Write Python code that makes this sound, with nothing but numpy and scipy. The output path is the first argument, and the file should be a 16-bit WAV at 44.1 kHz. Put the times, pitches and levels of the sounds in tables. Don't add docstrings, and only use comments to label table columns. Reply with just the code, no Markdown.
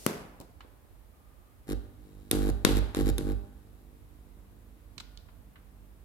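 import sys
import numpy as np
from scipy import signal
from scipy.fft import rfft, irfft, next_fast_len
from scipy.io import wavfile
from scipy.ndimage import uniform_filter1d

SR = 44100
rng = np.random.default_rng(int(sys.argv[2]) if len(sys.argv) > 2 else 0)


def unload_wav(signal):
    wavfile.write(
        sys.argv[1],
        SR,
        np.round(np.clip(np.atleast_2d(signal).T, -1, 1) * 32767).astype(np.int16),
    )


N = 266540
T = np.arange(N) / SR
BINS = np.fft.rfftfreq(8192, 1 / SR)
MAINS_HZ, MAINS_PHASE_S = 50.03, .0121


def amp(db):
    return 10 ** (np.asarray(db) / 20)


def unit(x):
    return x / np.sqrt(np.mean(x ** 2) + 1e-20)


def read(points, hz=BINS):
    f, value = np.transpose(points)
    return np.interp(np.log(hz + 1), np.log(f + 1), value)


def add(mix, start_s, sound):
    part = mix[:, max(round(start_s * SR), 0):][:, :sound.shape[1]]
    part += sound[:, :part.shape[1]]


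def sides(db):
    return amp(np.array([[1], [-1]]) * db / 2)


def placed(sound, pan_db, room_db):
    return sound * np.vstack([sides(pan_db), [[amp(room_db)]]])


def colour(x, db):
    log_gain = np.log(amp(np.concatenate([db, db[-2:0:-1]])))
    taps = np.fft.ifft(np.exp(np.conj(signal.hilbert(log_gain)))).real[:len(BINS)]
    return signal.oaconvolve(np.atleast_2d(x), taps[None], axes=1)[:, :x.shape[-1]]


def shape(x, gain):
    size = next_fast_len(N)
    hz = np.fft.rfftfreq(size, 1 / SR)
    curves = np.array([np.interp(hz, BINS, g) for g in np.atleast_2d(gain)])
    return irfft(rfft(x, size) * curves, size)[:, :N]


def resonate(x, hz, width_hz):
    r = np.exp(-np.pi * width_hz / SR)
    for _ in range(2):
        x = 2 * signal.lfilter([1 - r], [1, -r * np.exp(2j * np.pi * hz / SR)], x + 1e-18).real
    return x


def crack(db, scatter, decay_s, rise_s, scatter_hz=1000):
    t = T[:len(BINS)]
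    click = 1. * (t == 0)
    spray = rng.standard_normal((2, len(t))) * np.exp(-t / decay_s) * (1 - np.exp(-t / rise_s))
    spray /= np.linalg.norm(spray, axis=1, keepdims=True)
    share = scatter / (1 + (scatter_hz / (BINS + 10)) ** 2)
    direct = colour(click, db + 10 * np.log10(1 - share)) + colour(spray, db + 10 * np.log10(share))
    all_round = db + (uniform_filter1d(db, size=300) - db) * BINS ** 4 / (BINS ** 4 + 2000 ** 4)
    return np.vstack([direct, colour(click, all_round)])


def pickup_db(rise_db=26, fade_db_per_s=4, start_s=1.7, rise_s=0.36):
    since = T - start_s
    return rise_db * (np.clip(since / rise_s, 0, 1) - 1) - fade_db_per_s * np.maximum(since - rise_s, 0)


# (frequency [Hz], relative level [dB])
NOISE_TONE = [(15, -53), (25, -22.5), (38, -4), (59, -7), (157, -23), (301, -23), (405, -28.5),
              (503, -28.5), (1230, -34.5), (1330, -36.5), (1560, -37.5), (5880, -49), (13600, -42),
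              (16000, -49)]
# (frequency [Hz], likeness [0 to 1])
NOISE_LIKENESS = [(50, 0.5), (200, 0.47), (600, 0.37), (1500, 0), (15000, 0)]
# (frequency [Hz], left minus right [dB])
BACKGROUND_PAN = [(55, -7.5), (120, -8), (250, 0), (15000, -0.5)]
# (frequency [Hz], relative level [dB])
LOW_TONES = [(48.4, -54), (70.0, -62), (102.3, -65), (150.7, -68.5), (199.2, -68.5), (247.6, -69.5)]
def background(noise_db=-54.5, hum_db=-1, waver=0.13, waver_hz=3):
    left, other = rng.standard_normal((2, N))
    same, balance = read(NOISE_LIKENESS), sides(read(BACKGROUND_PAN))
    right = shape(left, same) + shape(other, np.sqrt(1 - same ** 2))
    hiss = amp(noise_db) * unit(shape(np.vstack([left, right]), amp(read(NOISE_TONE)) * balance))
    hum = np.zeros(N)
    for hz, db in LOW_TONES:
        drift = unit(resonate(rng.standard_normal(N), hz, waver_hz))
        hum += amp(db) * (np.sqrt(2) * np.sin(2 * np.pi * hz * T) + waver * drift)
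    swell = amp(hum_db + pickup_db(rise_db=18, fade_db_per_s=0.64))
    return hiss + shape(hum * swell, balance)


# (frequency [Hz], relative level [dB])
SLIDE_TONE = [(60, -18), (400, 12), (1000, -5), (2200, -5), (3300, -3.5), (5000, 1), (9000, 1.5),
              (12500, -1), (16000, -13)]
# (frequency [Hz], relative level [dB])
SNAP_TONE = [(40, -23), (90, 5), (180, 17), (400, 11), (720, 2), (1400, 0), (2400, -4), (2850, 0),
             (3300, -10.5), (5000, -8), (8000, -6.5), (11600, -2.5), (16000, -20)]
def unplug(snap_s=.0642, snap_db=7, slide_db=-52):
    out = np.zeros((3, N))
    scrape = colour(rng.standard_normal((3, N))[:, :round(snap_s * SR)], read(SLIDE_TONE))
    add(out, 0, amp(slide_db) * unit(scrape))
    snap = crack(snap_db + read(SNAP_TONE), scatter=0.63, decay_s=0.0013, rise_s=0.0018)
    add(out, snap_s, placed(snap, pan_db=4.3, room_db=1))
    return out


# (time [s], relative level [dB], pitch [Hz], width [octaves], decay [s], left minus right [dB])
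TAPS = [(.401, -24.5, 7900, 1, 0.0013, 0), (.402, -3, 144, 1.08, 0.02, -2.5),
        (0.41, -29, 5500, 5.7, 0.0064, 4), (0.606, -20, 1900, 0.9, 0.0078, -2),
        (0.647, -16, 334, 0.58, 0.0026, -1), (4.97, -6, 156, 0.66, 0.015, 0),
        (4.9798, -14, 3600, 0.82, 0.0033, -11), (5.0002, -19, 3540, 0.71, 0.0018, -23),
        (5.004, -21.5, 2900, 1.09, 0.004, 15), (5.174, -20.5, 4000, 0.55, 0.0014, -8),
        (5.286, -29.5, 1820, 0.73, 0.012, 0), (5.557, -23.5, 1910, 0.62, 0.012, -3)]
# (frequency [Hz], width [Hz], boost [dB])
PART_RESONANCES = [(930, 970, 15.5), (3030, 92, 9.5), (4060, 470, 7), (7600, 230, 11)]
def taps(skirt_db=-26, room_db=-1):
    out = np.zeros((3, N))
    body_db = sum(db / (1 + (2 * (BINS - hz) / width) ** 2) for hz, width, db in PART_RESONANCES)
    for start_s, db, hz, octaves, decay_s, pan_db in TAPS:
        band = np.exp(-.5 * (np.log2((BINS + 1) / hz) / octaves) ** 2)
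        skirt = amp(skirt_db) / (1 + BINS / hz)
        tone_db = db + body_db + 20 * np.log10(band + skirt)
        tap = crack(tone_db, scatter=.99, decay_s=decay_s, rise_s=0.00041, scatter_hz=208)
        add(out, start_s, placed(tap, pan_db, room_db))
    return out


def whine(start_s=1.1, end_s=1.6, fade_s=.06, hz=1210, width_hz=70, level_db=-74):
    gate = np.clip(np.minimum(T - start_s, end_s - T) / fade_s, 0, 1)
    return amp(level_db) * gate * unit(resonate(rng.standard_normal((2, N)), hz, width_hz))


# (time [s], length [s], buzz [dB], sizzle [dB], bass drive [dB],
# delay to firmest contact [s], half-length of the dip there [s], depth of the dip [dB])
TIP_TOUCHES = [(1.672, 0.06, -32, -47, -25, 0, .013, 12.5), (2.317, 0.19, -26, -45.5, -22.5, .1, 0.047, 7),
               (2.65, 0.14, -27.5, -42, -20, 0.09, 0.016, 10.5),
               (2.955, .151, -27, -43.5, -21, .085, 0.012, 14.5),
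               (3.18, 0.15, -33, -57.5, -25, 0.055, 0.013, 12)]
def touch_gain(layer, edge_s):
    gain = np.zeros(N)
    for start_s, length_s, buzz_db, sizzle_db, bass_db, firm_s, half_s, dip_db in TIP_TOUCHES:
        t = T - start_s
        gate = np.clip(np.minimum(t, length_s - t) / edge_s + .5, 0, 1)
        dip = dip_db * np.exp(-.5 * ((t - firm_s) / half_s) ** 2)
        loose = np.clip(t / length_s, 0, 1) - .5
        db = {"buzz": buzz_db - dip - .5 * loose,
              "sizzle": sizzle_db - dip + 3 * loose,
              "bass": bass_db - .05 * dip}
        gain += gate * amp(db[layer])
    return gain


# (multiple of the mains frequency, relative level [dB])
BUZZ_HARMONICS = [(1, 0), (2, -0.5), (3, -9), (4, -9.5), (5, -4), (6, -2), (7, -6), (8, -7.5), (9, -9.5),
                  (10, -12.5), (11, -18), (12, -18), (13, -46.5), (14, -31.5), (15, -26), (16, -20.5),
                  (17, -35.5), (18, -45.5)]
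# (frequency [Hz], relative level [dB])
BUZZ_TREBLE = [(1150, -29), (1300, -39), (1500, -28), (2200, -48.5), (3600, -38.5), (6000, -53.5)]
def buzz(untouched_db=-57, flutter=0.052, lowest_db=-16):
    spikes = np.diff(np.floor((T - MAINS_PHASE_S) * MAINS_HZ), prepend=-1)
    bass = [(MAINS_HZ / 2, -40), (MAINS_HZ, lowest_db)]
    overtones = [(k * MAINS_HZ, db) for k, db in BUZZ_HARMONICS[1:]]
    tone_db = read(bass + overtones + BUZZ_TREBLE) - 10 * np.log10(1 + (BINS / 4000) ** 6)
    strength = touch_gain("buzz", edge_s=.003) + amp(untouched_db + pickup_db())
    strength *= 1 + flutter * rng.standard_normal(N)
    return colour(spikes * strength, tone_db) / colour(spikes, tone_db).std()


# (frequency [Hz], relative level [dB])
FIZZ_TONE = [(200, -25), (800, -1.5), (2800, -0.5), (3800, 2.5), (5800, -3.5), (10300, -1), (13000, -1),
             (14500, -8.5), (16000, -26.5)]
# (frequency [Hz], relative level [dB])
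RASP_TONE = [(300, -19), (600, -4), (820, 7), (1000, -4.5), (1500, 0), (2100, -5), (3000, -7),
             (5000, -17.5), (16000, -49.5)]
def sizzle(untouched_db=-72, rasp_db=-20, burst_s=.0013, lag_s=0.00025, uneven_db=1.5,
           between=0.32, repeat=0.56, same=0.65):
    crests = (T - MAINS_PHASE_S - lag_s) * 2 * MAINS_HZ
    nearest = np.round(crests).astype(int)
    bursts = between + np.exp(-.5 * ((crests - nearest) / (2 * MAINS_HZ) / burst_s) ** 2)
    bursts *= amp(uneven_db * rng.standard_normal(nearest.max() + 2))[nearest]
    fresh = rng.standard_normal((3, N))
    looped = fresh[:, np.arange(N) % round(SR / MAINS_HZ)]
    noise = np.sqrt(1 - repeat) * fresh + np.sqrt(repeat) * looped
    noise = bursts * (np.sqrt(same) * noise[2] + np.sqrt(1 - same) * noise[:2])
    strength = touch_gain("sizzle", edge_s=0.0012) + amp(untouched_db + pickup_db())
    fizz = unit(colour(noise, read(FIZZ_TONE))) * strength
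    rasp = unit(colour(noise, read(RASP_TONE))) * amp(rasp_db) * touch_gain("buzz", edge_s=.003)
    return fizz + rasp


# (frequency [Hz], width [Hz], gain [dB], multiple of the mains frequency that feeds it)
BASS_RESONANCES = [(53, 9.7, -4, 1), (69.7, 4.9, -2, 1), (96.6, 20, -13, 2), (139.3, 29, -14.5, 3)]
def boom(drive_db=1):
    phase = 2 * np.pi * MAINS_HZ * (T - MAINS_PHASE_S)
    drive = np.sqrt(2) * amp(drive_db) * touch_gain("bass", edge_s=.005)
    return sum(amp(db) * resonate(drive * np.sin(k * phase), hz, width)
               for hz, width, db, k in BASS_RESONANCES)


# (frequency [Hz], relative level [dB])
POP_TONE = [(40, -15), (120, 10), (350, 12.5), (700, -1.5), (1450, -2), (2200, -3.5), (3150, -6), (3600, 5),
            (4300, -6), (6100, -10.5), (7300, -8), (10500, -5.5), (13000, -11.5), (16000, -23.5)]
# (time [s], relative level [dB], bass boost [dB], treble boost [dB], left minus right [dB], room [dB])
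CONTACT_POPS = [(2.3132, 3.5, 2.5, 12.5, -1, -0.5), (2.6499, 16, -0.5, -1.5, 8, -1.5),
                (2.9482, 0.5, -8.5, -9.5, 4, -1.5), (3.1823, -7.5, 4, 13, -1, -1)]
def pops(scatter=.75, bounce=0.33, bounce_s=0.0019):
    out = np.zeros((3, N))
    bass, treble = 1 / (1 + (BINS / 600) ** 2), 1 / (1 + (6000 / (BINS + 1)) ** 3)
    for start_s, db, bass_db, treble_db, pan_db, room_db in CONTACT_POPS:
        tone_db = db + read(POP_TONE) + bass_db * bass + treble_db * treble
        pop = crack(tone_db, scatter, decay_s=0.00032, rise_s=.0001)
        add(out, start_s, placed(pop, pan_db, room_db))
        echo = crack(tone_db, scatter, decay_s=0.0013, rise_s=.0002)
        add(out[:2], start_s + bounce_s, bounce * echo[:2])
    return out


# (frequency [Hz], relative level [dB], time to fade by 60 dB [s])
METAL_TONES = [(1440, 9, 1.1), (3801, -9, 0.52), (4000, -9, 0.61), (5599, -8, 0.43), (7698, -13, 0.58)]
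def metal_ring(start_s=4.981, level_db=-74, pan_db=-3):
    out, t = np.zeros((2, N)), T[:SR]
    tones = sum(amp(db - 60 * t / fade_s) * np.sin(2 * np.pi * hz * t) for hz, db, fade_s in METAL_TONES)
    add(out, start_s, amp(level_db) * sides(pan_db) * tones)
    return out


# (frequency [Hz], time to fade by 60 dB [s])
ECHO_FADE = [(100, 1.13), (300, 0.48), (800, 0.9), (2000, 0.74), (5000, .5), (12000, 0.47)]
# (frequency [Hz], level [dB])
ECHO_LEVEL = [(60, -9.5), (300, -4), (800, -1.5), (2500, -5), (5000, -3.5), (10000, -12), (15000, -8)]
def room(x, first_s=0.0013, bass_hz=450):
    echoes = rng.standard_normal((2, SR)) * (rng.random((2, SR)) < .25) * (T[:SR] > first_s)
    hz, t, bands = signal.stft(echoes, SR, nperseg=256)
    same = 1 / (1 + (hz[:, None] / bass_hz) ** 4)
    bands[1] = same * bands[0] + np.sqrt(1 - same ** 2) * bands[1]
    fade_s = read(ECHO_FADE, hz)[:, None]
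    bands *= amp(read(ECHO_LEVEL, hz)[:, None] - 60 * t / fade_s)
    bands *= np.sqrt(2 * np.log(1000) / (fade_s * SR))
    tail = signal.istft(bands, SR, nperseg=256)[1] / echoes.std()
    return signal.fftconvolve(x[None], tail, axes=1)[:, :N]


# (frequency [Hz], left minus right [dB])
HUM_PAN = [(60, -8.5), (110, -14.5), (200, 4), (380, 3), (700, -5), (1300, 9), (2400, -0.5), (8000, 0),
           (15000, 10.5)]
# (frequency [Hz], phase lead [radians])
LEFT_LEAD = [(50, 1.5), (150, 1.5), (300, 0.44), (650, 1.2), (1150, 1.6), (2300, 2.15), (3700, 4.8),
             (5000, 4.8), (10000, 19), (15000, 1.6)]
def scene(hum_room_db=-3, tweeter_hz=13600):
    balance = sides(read(HUM_PAN))
    lead = np.exp(.5j * np.array([[1], [-1]]) * read(LEFT_LEAD))
    treble_limit = 1 / np.sqrt(1 + (BINS / tweeter_hz) ** 16)
    hum = shape(buzz() + sizzle(), treble_limit)
    cracks = shape(pops(), treble_limit)
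    handling = unplug() + taps()
    speaker = shape(hum + boom(), balance * lead) + shape(cracks[:2], lead)
    echoes = room(amp(hum_room_db) * hum.mean(0) + cracks[2]) + room(handling[2])
    return speaker + handling[:2] + echoes + background() + metal_ring() + whine()


def record(dry, ceiling=0.92, low_cut_hz=42, high_cut_hz=16100):
    dry = shape(dry, 1 / np.sqrt(1 + (low_cut_hz / (BINS + 1)) ** 24))
    limited = ceiling * np.tanh(dry / ceiling)
    high_cut = signal.firwin(511, high_cut_hz, window=("kaiser", 9), fs=SR)
    return signal.oaconvolve(limited, high_cut[None], "same")


dry = scene()
out = record(dry)
unload_wav(out)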